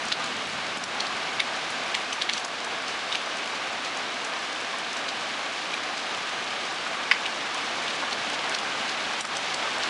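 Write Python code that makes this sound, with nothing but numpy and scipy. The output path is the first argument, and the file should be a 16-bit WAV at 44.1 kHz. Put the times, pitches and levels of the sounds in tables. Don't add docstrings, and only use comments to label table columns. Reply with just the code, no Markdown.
import sys
import numpy as np
from scipy import signal
from scipy.fft import rfft, irfft, next_fast_len
from scipy.io import wavfile
from scipy.ndimage import map_coordinates

SR = 44100
rng = np.random.default_rng(int(sys.argv[2]) if len(sys.argv) > 2 else 0)


def put_to_file(sound):
    columns = np.atleast_2d(sound).T
    safe = np.clip(columns, -1, 1)
    whole_steps = np.round(safe * 32767)
    wavfile.write(sys.argv[1], SR, whole_steps.astype(np.int16))


N = 436149

# time_s, strength_db
DOWNPOUR_STRENGTH = [(0.0, -34), (1.76, -34), (2.24, -35), (7.33, -34.5), (7.69, -33.5), (9.05, -33)]
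# (per Hz, relative)
RAIN_SPECTRUM = [(15, -70), (25, -42), (64, -23.5), (140, -15), (227, -8), (440, -5), (749, -0.5),
                 (873, -1.5), (1180, -2), (1410, -0.5), (1560, -1), (1970, -1.5), (3900, -8.5), (6810, -20),
                 (10800, -34), (14000, -136), (22000, -120)]
# centre_hz, width_hz, gain_db
PORCH_RESONANCES = [(272, 99, 2.5), (671, 25, 3.5), (758, 41, 3), (1167, 156, 3.5), (1403, 76, -3),
                    (1580, 230, 1.5), (1926, 320, -3), (2200, 140, 1)]
# time_s, level_db
DRIVEWAY_SPLASHING = [(0.0, -52), (0.72, -54), (6.39, -50.5), (9.56, -48), (9.89, -46.5)]
# freq_hz, gain_db (relative)
PATTER_SPECTRUM = [(300, -31), (1000, -4), (3000, 8), (6000, -1.5), (11000, -19)]
# crest_s, level_db, swell_db_per_s
THUNDER_ROLLS = [(.5, -48.5, 1), (9.8, -53.5, 1.5)]
# freq_hz, gain_db (relative)
THUNDER_SPECTRUM = [(25, -26), (70, -12.5), (160, -2.5), (260, 1), (600, -50)]
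# start_s, smack_db, smack_hz, ping_db, ping_hz, spray_db, dip_db (of the background; negative lifts it)
ROOF_EDGE_DROPS = [(.048, -23, 6600, -34, 6500, -33, 0), (.08, -22, 5800, -32, 6300, -33, 1),
                   (0.1188, -10, 3500, -19, 4450, -25, 4), (.2368, -19, 5660, -20, 4850, -35, 0),
                   (.467, -29, 9500, -42, 8000, -32, 1), (.767, -28, 9000, -40, 8000, -31, 4.5),
                   (.834, -18, 5700, -29, 5800, -28, 4.5), (1.0002, -13, 4100, -20, 4480, -27, -0.5),
                   (1.063, -24, 4700, -26, 4850, -35, 1.5), (1.397, -8, 3000, -11, 2210, -21, 2.5),
                   (1.699, -25, 8000, -36, 8000, -28, -0.5), (1.9441, -9.5, 2950, -12.5, 2150, -19, -0.5),
                   (2.1233, -24, 3200, -18, 3070, -17, 1), (2.2153, -12, 3300, -24, 4240, -20, 0),
                   (2.291, -8.5, 2780, -12, 2270, -26, 1.5), (2.33, -13, 4870, -17, 4700, -29, -1.5),
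                   (2.374, -14.5, 4270, -17, 3420, -27, 2), (2.392, -27, 8800, -40, 8000, -33, 0),
                   (2.443, -19, 5600, -36, 7700, -21, 4), (2.642, -22, 6800, -31, 6500, -36, 1),
                   (2.877, -19.5, 4900, -29, 5200, -36, -2), (3.12, -16, 3700, -16, 3730, -38, -2),
                   (3.149, -12.5, 3100, -26, 3100, -23, 0.5), (3.365, -25, 6500, -32, 6500, -37, 0),
                   (3.843, -22, 4800, -32, 4800, -31, -1), (3.967, -26, 6270, -28, 6700, -36, -0.5),
                   (4.243, -22, 6200, -33, 7000, -28, 0), (4.78, -27, 9000, -40, 8500, -31, 1),
                   (4.926, -24, 5800, -30, 6400, -39, 0), (4.963, -23, 5300, -32, 4300, -24, 0),
                   (5.084, -18, 4470, -19, 4700, -34, 1.5), (5.735, -16, 2800, -20, 2500, -25, 0),
                   (5.974, -23, 4500, -30, 5000, -32, 0), (7.257, -16, 2800, -23, 2930, -24, 0.5),
                   (7.54, -24, 7000, -24, 6400, -32, -0.5), (7.876, -17.5, 3000, -31, 3000, -36, 0),
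                   (8.124, -18, 4200, -24, 4500, -24, 0), (8.295, -24, 6500, -31, 6500, -34, 0.5),
                   (8.49, -20, 6500, -31, 6800, -33, -0.5), (8.543, -13, 4160, -28, 4700, -32, 3.5),
                   (8.582, -19, 4000, -18.5, 3450, -23, 0.5), (8.889, -20, 4700, -24, 4900, -35, -0.5),
                   (9.203, -22, 8000, -35, 8500, -18.5, 7), (9.246, -22, 6000, -24, 5500, -26, 4),
                   (9.364, -17.5, 6100, -24, 6300, -31, 1.5), (9.538, -16, 5200, -26, 5200, -22, 1),
                   (9.778, -24, 6400, -34, 6400, -32, 0), (9.83, -16, 4330, -23, 4600, -33, -0.5)]
# delay_s, gain_db, treble_edge_hz
DRIP_LINE_PATHS = [(0, -2.5, 4400), (.0021, -1.5, 4100), (.0048, -2, 9000), (.0056, 2.5, 9500),
                   (.0062, -9.5, 10000), (.0068, -2.5, 10000), (.0079, -6, 9000)]
# start_s, level_db, smack_hz
HOLLOW_KNOCKS = [(0.1178, -15.5, 1600), (7.1128, 1.5, 2090)]
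# pitch_hz, level_db, t60_s
HOLLOW_MODES = [(1110, -12.5, 0.015), (1680, -16, 0.0057), (2270, -8, 0.021), (2720, -20, .014),
                (4700, -8, 0.0063), (4950, -31, .06)]
# start_s, level_db, bubble_hz, t60_s
WATER_PLOPS = [(.196, -25, 1210, .08), (8.02, -23, 1070, .03), (8.032, -20, 800, .015)]

ROAR_DB, HISS_DB = -33, -35.5
THUNDER_FADE_DB_PER_S = 9
SMALL_PER_S, SMALL_DB, SMALL_HZ, SMALL_PING_DB, SMALL_SPRAY_DB = 10, -30.5, 6600, -40, -42
SMALL_SPREAD_DB, SMALL_OCTAVES_PER_DB = 4, .11
DIP_DELAY_S, DIP_RECOVERY_S = .011, 0.049
TOP_HZ = 11050


def amp(db):
    return 10 ** (np.asarray(db) / 20)


def unit(x):
    return x / np.sqrt(np.mean(x ** 2) + 1e-20)


def along(points, hz):
    freqs, values = np.transpose(points)
    return np.interp(np.log(hz + 1), np.log(freqs + 1), values)


def curves(rows):
    times, *columns = np.transpose(rows)
    return [np.interp(np.arange(N) / SR, times, column) for column in columns]


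def wobble(rate):
    knots = rng.standard_normal(int(N * rate / SR) + 4)
    return map_coordinates(knots, [np.arange(N) * rate / SR])


def filtered(x, response):
    size = next_fast_len(len(x) + SR // 10)
    spectrum = rfft(x, size) * response(np.fft.rfftfreq(size, 1 / SR))
    return irfft(spectrum, size)[:len(x)]


def butter(x, order, edge_hz, kind):
    return signal.sosfilt(signal.butter(order, edge_hz, kind, fs=SR, output="sos"), x)


def add(track, start_s, x):
    part = track[max(round(start_s * SR), 0):][:len(x)]
    part += x[:len(part)]


def click(hz, octaves, size):
    edges = np.clip([hz / 2 ** (octaves / 2), hz * 2 ** (octaves / 2)], 100, SR / 2 - 100)
    x = butter(signal.unit_impulse(size), 2, edges, "band")
    return x / np.abs(x).max()


def ring(t, hz, t60, attack=0.00024):
    return np.sin(2 * np.pi * hz * t) * 1000 ** (-t / t60) * (1 - np.exp(-t / attack))


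def strength():
    level_db, = curves(DOWNPOUR_STRENGTH)
    return level_db - level_db.mean()


def porch(hz):
    return amp(sum(db / (1 + (2 * (hz - centre) / width) ** 2) for centre, width, db in PORCH_RESONANCES))


def downpour(split_hz=2600):
    strength_db = strength()

    def colour(hz):
        return amp(along(RAIN_SPECTRUM, hz)) * porch(hz)

    def low_share(hz):
        return 1 / (1 + (hz / split_hz) ** 4)

    roar = unit(filtered(rng.standard_normal(N), lambda hz: colour(hz) * np.sqrt(low_share(hz))))
    hiss = unit(filtered(rng.standard_normal(N), lambda hz: colour(hz) * np.sqrt(1 - low_share(hz))))
    roar_level = amp(ROAR_DB + strength_db + 0.4 * wobble(11))
    hiss_level = amp(HISS_DB + strength_db + 0.45 * wobble(25))
    return roar * roar_level + hiss * hiss_level


def patter(per_second=650, spread_db=3.0, level_db=9.0):
    splash_db, = curves(DRIVEWAY_SPLASHING)
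    size = amp(spread_db * np.minimum(rng.exponential(size=N), 4.5))
    ticks = (rng.random(N) < per_second / SR) * size * rng.choice([-1, 1], N)
    t = np.arange(SR // 100) / SR
    pitches = np.geomspace(900, 10000, 16)
    kind = rng.integers(0, len(pitches), N)
    sound = np.zeros(N)
    for k, hz in enumerate(pitches):
        burst = rng.standard_normal(len(t)) * 1000 ** (-t / 0.035)
        splat = unit(np.convolve(burst, click(hz, octaves=1.74, size=128)))
        sound += np.sqrt(hz) * signal.oaconvolve(ticks * (kind == k), splat)[:N]
    sound = unit(filtered(sound, lambda hz: amp(along(PATTER_SPECTRUM, hz))))
    return amp(splash_db + level_db) * sound


def thunder():
    t = np.arange(N) / SR
    level = np.zeros(N)
    for crest, db, swell in THUNDER_ROLLS:
        below_crest_db = np.maximum(swell * (crest - t), THUNDER_FADE_DB_PER_S * (t - crest))
        level += amp(db - below_crest_db)
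    roll = unit(filtered(rng.standard_normal(N), lambda hz: amp(along(THUNDER_SPECTRUM, hz))))
    return roll * level * amp(0.61 * wobble(10))


def eave(hit, facing_db, tail_db, t60):
    t = np.arange(len(hit)) / SR
    out = np.zeros(len(hit))
    for k, (delay, db, edge_hz) in enumerate(DRIP_LINE_PATHS):
        dulled = butter(hit, 3, min(edge_hz, SR / 2 - 100), "low")
        add(out, delay + rng.normal(0, .00008), amp(db + facing_db * (k < 2)) * dulled)
    tail = rng.standard_normal(len(t)) * 1000 ** (-t / t60)
    scattered = signal.fftconvolve(hit, tail / np.linalg.norm(tail))
    add(out, DRIP_LINE_PATHS[2][0], amp(tail_db) * scattered)
    return out


def small_drops():
    when, size, spray = rng.random((round(SMALL_PER_S * N / SR), 3)).T
    size_db = SMALL_SPREAD_DB * (2 * size - 1)
    puff_db = SMALL_SPREAD_DB * (2 * spray - 1)
    pitch = SMALL_HZ * 2 ** (-SMALL_OCTAVES_PER_DB * size_db)
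    return list(zip(when * N / SR, SMALL_DB + size_db, pitch,
                    SMALL_PING_DB + size_db, pitch, SMALL_SPRAY_DB + puff_db))


def drips(spray_rise_s=0.00048, spray_t60=0.016, smack_db=-1.5, spray_db=-4.5, ring_db=-2.0,
          ring_cycles=24, low_hz=1600):
    out, t = np.zeros(N), np.arange(SR // 8) / SR
    for s, db, hz, ping_db, ping_hz, puff_db, *_ in list(ROOF_EDGE_DROPS) + small_drops():
        smack = amp(db + smack_db) * click(hz, octaves=0.91, size=len(t))
        ping = amp(ping_db + ring_db) * ring(t, ping_hz, ring_cycles / ping_hz, attack=0.00011)
        spray = rng.standard_normal(len(t)) * 1000 ** (-t / spray_t60) * (1 - np.exp(-t / spray_rise_s))
        spray = amp(puff_db + spray_db) * butter(spray, 2, [2500, 8500], "band")
        hit = butter(smack + ping + spray, 4, low_hz, "high")
        add(out, s, eave(hit, facing_db=2.5, tail_db=-1.0, t60=0.16))
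    return out


def dips():
    t = np.arange(N) / SR - DIP_DELAY_S
    total_db = np.zeros(N)
    for s, *_, db in ROOF_EDGE_DROPS:
        total_db += db * (t > s) * np.exp(-((t - s) / DIP_RECOVERY_S) ** 2)
    return amp(-total_db)


def knock(low_hz=700, crack_db=-20, splash_db=-28, splash_t60=0.089):
    out, t = np.zeros(N), np.arange(SR // 6) / SR
    modes = sum(amp(db) * ring(t, hz, t60) for hz, db, t60 in HOLLOW_MODES)
    for s, db, hz in HOLLOW_KNOCKS:
        add(out, s, amp(db + crack_db) * click(6000, octaves=1.5, size=len(t)))
        smack = click(hz, octaves=0.85, size=len(t))
        splash = signal.fftconvolve(rng.standard_normal(len(t)), click(2600, octaves=1.4, size=256))[:len(t)]
        splash = amp(splash_db) * unit(splash) * 1000 ** (-t / splash_t60)
        body = butter(smack + modes + splash, 3, low_hz, "high")
        add(out, s, eave(amp(db - 10.0) * body, facing_db=7.5, tail_db=-0.5, t60=0.18))
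    return out


def small_plops(per_second=5, level_db=-28, spread_db=3, centre_hz=1100, octaves=0.69, cycles=30):
    when, size, pitch = rng.random((round(per_second * N / SR), 3)).T
    hz = centre_hz * 2 ** (octaves * (2 * pitch - 1))
    return list(zip(when * N / SR, level_db + spread_db * (2 * size - 1), hz, cycles / hz))


def plops(ring_db=-6):
    out, t = np.zeros(N), np.arange(SR // 6) / SR
    for s, db, hz, t60 in list(WATER_PLOPS) + small_plops():
        splash = click(hz, octaves=1.5, size=len(t))
        bubble = amp(ring_db) * ring(t, hz, t60, attack=.001)
        add(out, s, eave(amp(db) * (splash + bubble), facing_db=-1, tail_db=-9, t60=.12))
    return out


def scene():
    background = (downpour() + patter() + thunder()) * dips()
    close_drops = drips() + knock() + plops()
    return (background + close_drops)[None]


def record(dry):
    return np.array([filtered(channel, lambda hz: hz < TOP_HZ) for channel in dry])


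dry = scene()
out = record(dry)
put_to_file(out)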